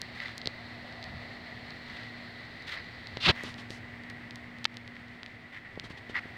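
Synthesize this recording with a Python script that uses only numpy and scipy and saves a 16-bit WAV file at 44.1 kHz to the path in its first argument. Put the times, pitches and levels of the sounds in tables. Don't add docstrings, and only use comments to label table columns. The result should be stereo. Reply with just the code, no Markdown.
import sys
import numpy as np
from scipy import signal
from scipy.fft import rfft, irfft, next_fast_len
from scipy.io import wavfile
from scipy.ndimage import uniform_filter1d, minimum_filter1d, map_coordinates

SR = 44100
rng = np.random.default_rng(int(sys.argv[2]) if len(sys.argv) > 2 else 0)


def wav_out(sig):
    wavfile.write(sys.argv[1], SR, np.round(np.clip(np.atleast_2d(sig).T, -1, 1) * 32767).astype(np.int16))


N = 280917
TIME_S = np.arange(N) / SR
COVER_S = 3.31


def amp(db):
    return 10 ** (np.asarray(db) / 20)


def curve(rows):
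    return amp(np.interp(TIME_S, *np.transpose(rows)))


def filtered(x, response):
    size = x.shape[-1]
    padded = next_fast_len(size + 8192)
    return irfft(rfft(x, padded) * response(np.fft.rfftfreq(padded, 1 / SR)), padded)[..., :size]


def unit(x, low_hz=0, high_hz=SR):
    band = filtered(x, lambda hz: (hz >= low_hz) & (hz < high_hz)) if low_hz else x
    return x / np.sqrt(np.mean(band ** 2) + 1e-20)


def wobble(rate_hz):
    knots = rng.standard_normal(int(N * rate_hz / SR) + 4)
    return map_coordinates(knots, [TIME_S * rate_hz])


def noise(spectrum):
    knots_hz, db = np.transpose(spectrum)
    return filtered(rng.standard_normal(N), lambda hz: amp(np.interp(np.log(hz + 1), np.log(knots_hz), db)))


def spread(spectrum, side_db):
    mid, side = noise(spectrum), amp(side_db) * noise(spectrum)
    return np.array([mid + side, mid - side])


def pulse(low_hz, high_hz, order):
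    highpass = signal.butter(2, low_hz, "high", fs=SR, output="sos")
    lowpass = signal.butter(order, high_hz, fs=SR, output="sos")
    return signal.sosfilt(lowpass, signal.sosfilt(highpass, signal.unit_impulse(SR // 30)))


def strokes(rows, taper):
    t = np.arange(0, N, 20) / SR
    power = 0
    for peak_s, rise_s, fall_s, db in rows:
        ramp = np.clip(1 - np.maximum((peak_s - t) / rise_s, (t - peak_s) / fall_s), 0, 1)
        power += (amp(db) * np.sin(np.pi / 2 * ramp) ** taper) ** 2
    return np.interp(TIME_S, t, np.sqrt(power))


def resonance(hz, centre_hz, width_hz):
    return 1j * hz * width_hz / (centre_hz ** 2 - hz ** 2 + 1j * hz * width_hz)


# centre_hz, width_hz, gain_db
LEFT_OPEN_MODES = [(4210, 820, 14)]
LEFT_DAMPED_MODES = [(3730, 1900, 3)]
RIGHT_MODES = [(1958, 205, 18.2), (4330, 160, 1.5), (8700, 510, 3.2), (14400, 2700, 2.1)]
def port(x, modes):
    return filtered(x, lambda hz: 1 + sum((amp(db) - 1) * resonance(hz, centre, width)
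                                          for centre, width, db in modes))


def cover(opened, damped, fade_s=0.092):
    share = np.clip((TIME_S - COVER_S) / fade_s, 0, 1)
    return (1 - share) * opened + share * damped


# time_s, level_db
TRAFFIC_LEVEL = [(0, -43.5), (1.9, -43), (4.2, -44), (5.6, -47), (6.37, -42.5)]
# frequency_hz, relative_db
HUSH_SPECTRUM = [(20, -7), (200, -0.5), (500, -4), (1000, 0.5), (2000, -1.5), (3000, -4), (4400, -7),
                 (5400, -16.5), (6500, -23.5), (8000, -24.5), (10000, -33.5), (15000, -35)]
def hush():
    air = noise(HUSH_SPECTRUM)
    opened = unit(port(air, LEFT_OPEN_MODES), low_hz=3000, high_hz=6000)
    damped = unit(port(air, LEFT_DAMPED_MODES), low_hz=3000, high_hz=6000)
    left = amp(cover(-7, -17, fade_s=0.48)) * cover(opened, damped)
    right = unit(port(noise(HUSH_SPECTRUM), RIGHT_MODES), low_hz=1500, high_hz=2600)
    return curve(TRAFFIC_LEVEL) * np.array([left, right]) * amp(0.5 * wobble(19))


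# frequency_hz, relative_db
RUMBLE_SPECTRUM = [(20, -16), (45, -16.5), (80, -3.5), (115, -3), (160, -7), (260, -9.5), (400, -14),
                   (700, -21.5), (2000, -54.5)]
TYRE_SPECTRUM = [(150, -26), (400, -13), (560, -5), (720, 0), (900, -9.5), (1300, -14.5), (3000, -71)]
def traffic(car_nearest_s=1.06, car_half_power_s=0.4, car_db=-53):
    level = curve(TRAFFIC_LEVEL)
    rumble = amp(-9) * level * unit(spread(RUMBLE_SPECTRUM, side_db=-14))
    car = amp(car_db) / np.hypot(1, (TIME_S - car_nearest_s) / car_half_power_s)
    tyres = np.hypot(amp(-15.5) * level, car) * unit(spread(TYRE_SPECTRUM, side_db=-7.5))
    return rumble + tyres


# pitch_hz, relative_db
HUM_PARTIALS = [(114, -5), (239.8, -0.5), (296, -18)]
# time_s, level_db
HUM_ENVELOPE = [(0, -53.5), (1.6, -52), (2.2, -53.5), (2.7, -59), (3.5, -50), (5, -51.5), (5.7, -61),
                (6.37, -54)]
def machine_hum():
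    tones = sum(amp(db + 0.7 * wobble(5)) * np.sin(2 * np.pi * hz * TIME_S + 0.3 * wobble(3))
                for hz, db in HUM_PARTIALS)
    return curve(HUM_ENVELOPE) * unit(tones)


# middle_s, length_s, level_db
PORT_RUMBLES = [(1.143, 0.23, -39.5), (1.584, 0.24, -51), (3.153, 0.15, -44), (5.84, 0.33, -45)]
# frequency_hz, relative_db
PORT_RUMBLE_SPECTRUM = [(20, -25), (60, -1), (110, 4), (170, -4.5), (300, -21), (1000, -66)]
def port_rumbles():
    envelope = strokes([(s, length / 2, length / 2, db) for s, length, db in PORT_RUMBLES], taper=1.4)
    return envelope * unit(noise(PORT_RUMBLE_SPECTRUM))


# middle_s, length_s, right_level_db, fizz_relative_db
SLEEVE_SWISHES = [(0.24, 0.19, -36.5, -13), (1.98, 0.25, -42.5, -12.5), (2.716, 0.098, -36, -6.5),
                  (2.764, 0.1, -34.5, -22), (3.394, 0.09, -37.5, -8.5), (4.107, 0.025, -38, -13),
                  (5.559, 0.073, -38.5, -15), (5.665, 0.042, -42.5, -26), (6.171, 0.056, -23, -23)]
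# frequency_hz, relative_db
CLOTH_SPECTRUM = [(200, -21), (550, -6), (850, -1), (1600, 3.5), (2100, 1.5), (3000, -5.5), (5000, -12.5),
                  (9000, -61)]
FIZZ_SPECTRUM = [(1000, -41), (2400, 5), (3400, 9.5), (4400, -1.5), (6300, -7.5), (8000, -14),
                 (10000, -19.5), (15000, -23)]
def sleeve(fizz_rise_share=0.42):
    out = np.zeros((2, N))
    left_gain = amp(cover(-1.5, -7.5))
    catches = amp(2.5 * wobble(240))
    body_rows, fizz_rows = [], []
    for s, length, db, fizz_db in SLEEVE_SWISHES:
        half, rise = length / 2, fizz_rise_share * length
        body_rows.append((s, half, half, db))
        fizz_rows.append((s - half + rise, rise, length - rise, db + fizz_db))
    for spectrum, rows, taper in (CLOTH_SPECTRUM, body_rows, 0.64), (FIZZ_SPECTRUM, fizz_rows, 0.32):
        rub = noise(spectrum)
        left = left_gain * cover(port(rub, LEFT_OPEN_MODES), port(rub, LEFT_DAMPED_MODES))
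        right = port(noise(spectrum), RIGHT_MODES)
        out += strokes(rows, taper) * catches * np.array([left, right]) / np.std(right)
    return out


def impact(modes, edge_hz, crack_db, case_hz):
    crack = amp(crack_db) * pulse(1.38 * edge_hz, 5800, order=2)
    ring = port(pulse(edge_hz, case_hz, order=6) + crack, modes)
    return ring / np.abs(ring).max()


def add(track, start_s, sound):
    start = round(start_s * SR)
    track[start:start + len(sound)] += sound[:N - start]


# start_s, peak_db, brightness_db, side (0 left, 1 right)
CASE_TICKS = [(0.0167, -15, -4.5, 0), (0.2025, -16.5, -36, 1), (0.38, -21.5, -3.5, 0),
              (0.416, -20.5, -29, 0), (0.4578, -14.5, -22, 0), (0.473, -7, -16.5, 0),
              (0.925, -30.5, -16, 0), (1.0276, -23, -20, 0), (1.041, -22.5, -13.5, 0), (1.706, -25, -19, 0),
              (3.0713, -22.5, -16, 0), (3.4358, -27, -3, 0), (3.542, -23.5, -21, 0),
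              (3.7056, -20.5, -13, 0), (4.1003, -26.5, -11, 0), (4.3087, -22, -20, 0),
              (4.3578, -24, -9.5, 0), (4.586, -32, -7, 1), (4.644, -15, -12.5, 0), (4.77, -20, -14, 0),
              (4.8774, -25.5, -11, 1), (4.9667, -26.5, -58, 1), (5.262, -22.5, -14, 1),
              (5.7977, -15, -20, 0)]
def ticks(far_port_db=-15, faint_count=12):
    out = np.zeros((2, N))
    faint = [(when * N / SR, -36 + 6.5 * size, -13.5, side)
             for when, size, side in rng.random(size=(faint_count, 3))]
    for s, db, bright_db, side in CASE_TICKS + faint:
        left_db, right_db = (db + far_port_db, db) if side > 0.5 else (db, db + far_port_db)
        edge_hz = 5800 * amp(0.34 * bright_db)
        spot_mode = [(rng.uniform(3780, 6060), 160, 3)]  # centre_hz, width_hz, gain_db
        left_modes = LEFT_OPEN_MODES if s < COVER_S else LEFT_DAMPED_MODES
        left = impact(left_modes + spot_mode, edge_hz, bright_db, case_hz=4660)
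        right = impact(RIGHT_MODES + spot_mode, edge_hz, bright_db - 17, case_hz=4070)
        add(out[0], s, amp(left_db) * left)
        add(out[1], s, amp(right_db) * right)
    return out


# start_s, bass_peak_db, side (0 left, 1 right)
GRIP_BUMPS = [(0.459, -28, 1), (0.474, -22, 1), (2.984, -38.5, 0), (3.1707, -22.5, 0), (3.437, -24.5, 0),
              (3.587, -35, 0), (3.704, -27, 0), (5.7756, -23.5, 0), (5.841, -32, 0), (5.905, -29.5, 0),
              (6.097, -26.5, 0), (6.256, -29.5, 0)]
def bumps():
    out = np.zeros((2, N))
    for s, db, side in GRIP_BUMPS:
        push = pulse(low_hz=48, high_hz=517 * amp(0.49 * (db + 25)), order=3)
        thud = filtered(push, lambda hz: 1 + amp(-15) * resonance(hz, centre_hz=410, width_hz=130))
        bass = filtered(thud, lambda hz: hz < 600)
        add(out[side], s, amp(db) * thud / np.abs(bass).max())
    return out


# start_s, peak_db
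PORT_CLICKS = [(3.1715, -13.5), (4.6535, 7.5), (5.232, -18.5)]
def clicks(gap_s=0.00227, loss_db=5, weakest_rebound_db=-6):
    out = np.zeros(N)
    snap = impact(LEFT_DAMPED_MODES, edge_hz=930, crack_db=-28, case_hz=4600)
    for s, db in PORT_CLICKS:
        for bounce in range(3):
            bounce_db = db - bounce * loss_db
            if bounce == 0 or bounce_db > weakest_rebound_db:
                add(out, s + bounce * gap_s, amp(bounce_db) * snap)
    return out


# frequency_hz, relative_db
RASP_SPECTRUM = [(200, -25), (900, -10), (2000, -3.5), (3000, 0), (4000, -1), (5000, -12.5), (6500, -28),
                 (10000, -44), (15000, -51)]
DRAG_SPECTRUM = [(20, -43), (70, 2), (170, 5.5), (300, -4), (580, -8), (850, -7), (1250, -4.5),
                 (2000, -9.5), (4000, -50), (8000, -71)]
HISS_SPECTRUM = [(2500, -30), (4200, 5), (5500, 2.5), (6800, -4.5), (9000, -9.5), (15000, -29)]
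def skin(scrape, drag, hiss, body=1, thin_hz=2610):
    rasp = unit(noise(RASP_SPECTRUM))
    lows = filtered(rasp, lambda hz: 1 / (1 + (hz / thin_hz) ** 8))
    layers = scrape * (rasp - (1 - body) * lows)
    layers += drag * unit(noise(DRAG_SPECTRUM))
    layers += hiss * unit(noise(HISS_SPECTRUM))
    return layers * amp(0.62 * wobble(300))


# start_s, length_s, level_db
FINGER_SLIPS = [(3.421, 0.13, -39.5), (3.573, 0.065, -43), (3.692, 0.11, -53), (5.835, 0.049, -44),
                (5.896, 0.038, -44), (5.97, 0.028, -44), (6.089, 0.034, -42.5)]
def finger_slips(rise_share=0.2):
    scrape_rows, hiss_rows = [], []
    for s, length, db in FINGER_SLIPS:
        rise = rise_share * length
        hiss_db = -49.5 + 12 * np.log10(length / 0.11)
        scrape_rows.append((s + rise, rise, length - rise, db))
        hiss_rows.append((s + rise, rise, length - rise, hiss_db))
    scrape = strokes(scrape_rows, taper=1.9)
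    return skin(scrape, drag=scrape, hiss=strokes(hiss_rows, taper=1.1))


# time_s, relative_db
SCRAPE_ENVELOPE = [(3.2, -40), (3.22, -36.5), (3.266, -22), (3.276, -28), (3.29, -20), (3.31, -27),
                   (3.32, -39)]
def finger_scrape(full_press_s=3.286, press_db_per_s=564, fade_s=0.0071):
    start_s, end_s = SCRAPE_ENVELOPE[0][0], SCRAPE_ENVELOPE[-1][0]
    sliding = np.clip(np.minimum(TIME_S - start_s, end_s - TIME_S) / fade_s, 0, 1)
    scrape = amp(7.5) * curve(SCRAPE_ENVELOPE)
    press_db = -press_db_per_s * np.maximum(full_press_s - TIME_S, 0)
    hiss = amp(-38.5) * (scrape / scrape.max()) ** 0.87
    return sliding * skin(scrape, scrape * amp(press_db), hiss, body=amp(0.15 * press_db))


def scene():
    out = hush() + traffic() + machine_hum() + sleeve() + ticks() + bumps()
    out[0] += finger_scrape() + finger_slips() + clicks() + port_rumbles()
    return out


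def record(dry, recovery_db_per_s=110, top_hz=16000):
    recovery_db = recovery_db_per_s * TIME_S
    over_db = 20 * np.log10(np.maximum(np.abs(dry).max(axis=0), 1))
    gain_db = recovery_db - np.maximum.accumulate(over_db + recovery_db)
    gain_db = uniform_filter1d(minimum_filter1d(gain_db, size=90), size=90)
    return filtered(dry * amp(gain_db), lambda hz: hz < top_hz)


dry = scene()
out = record(dry)
wav_out(out)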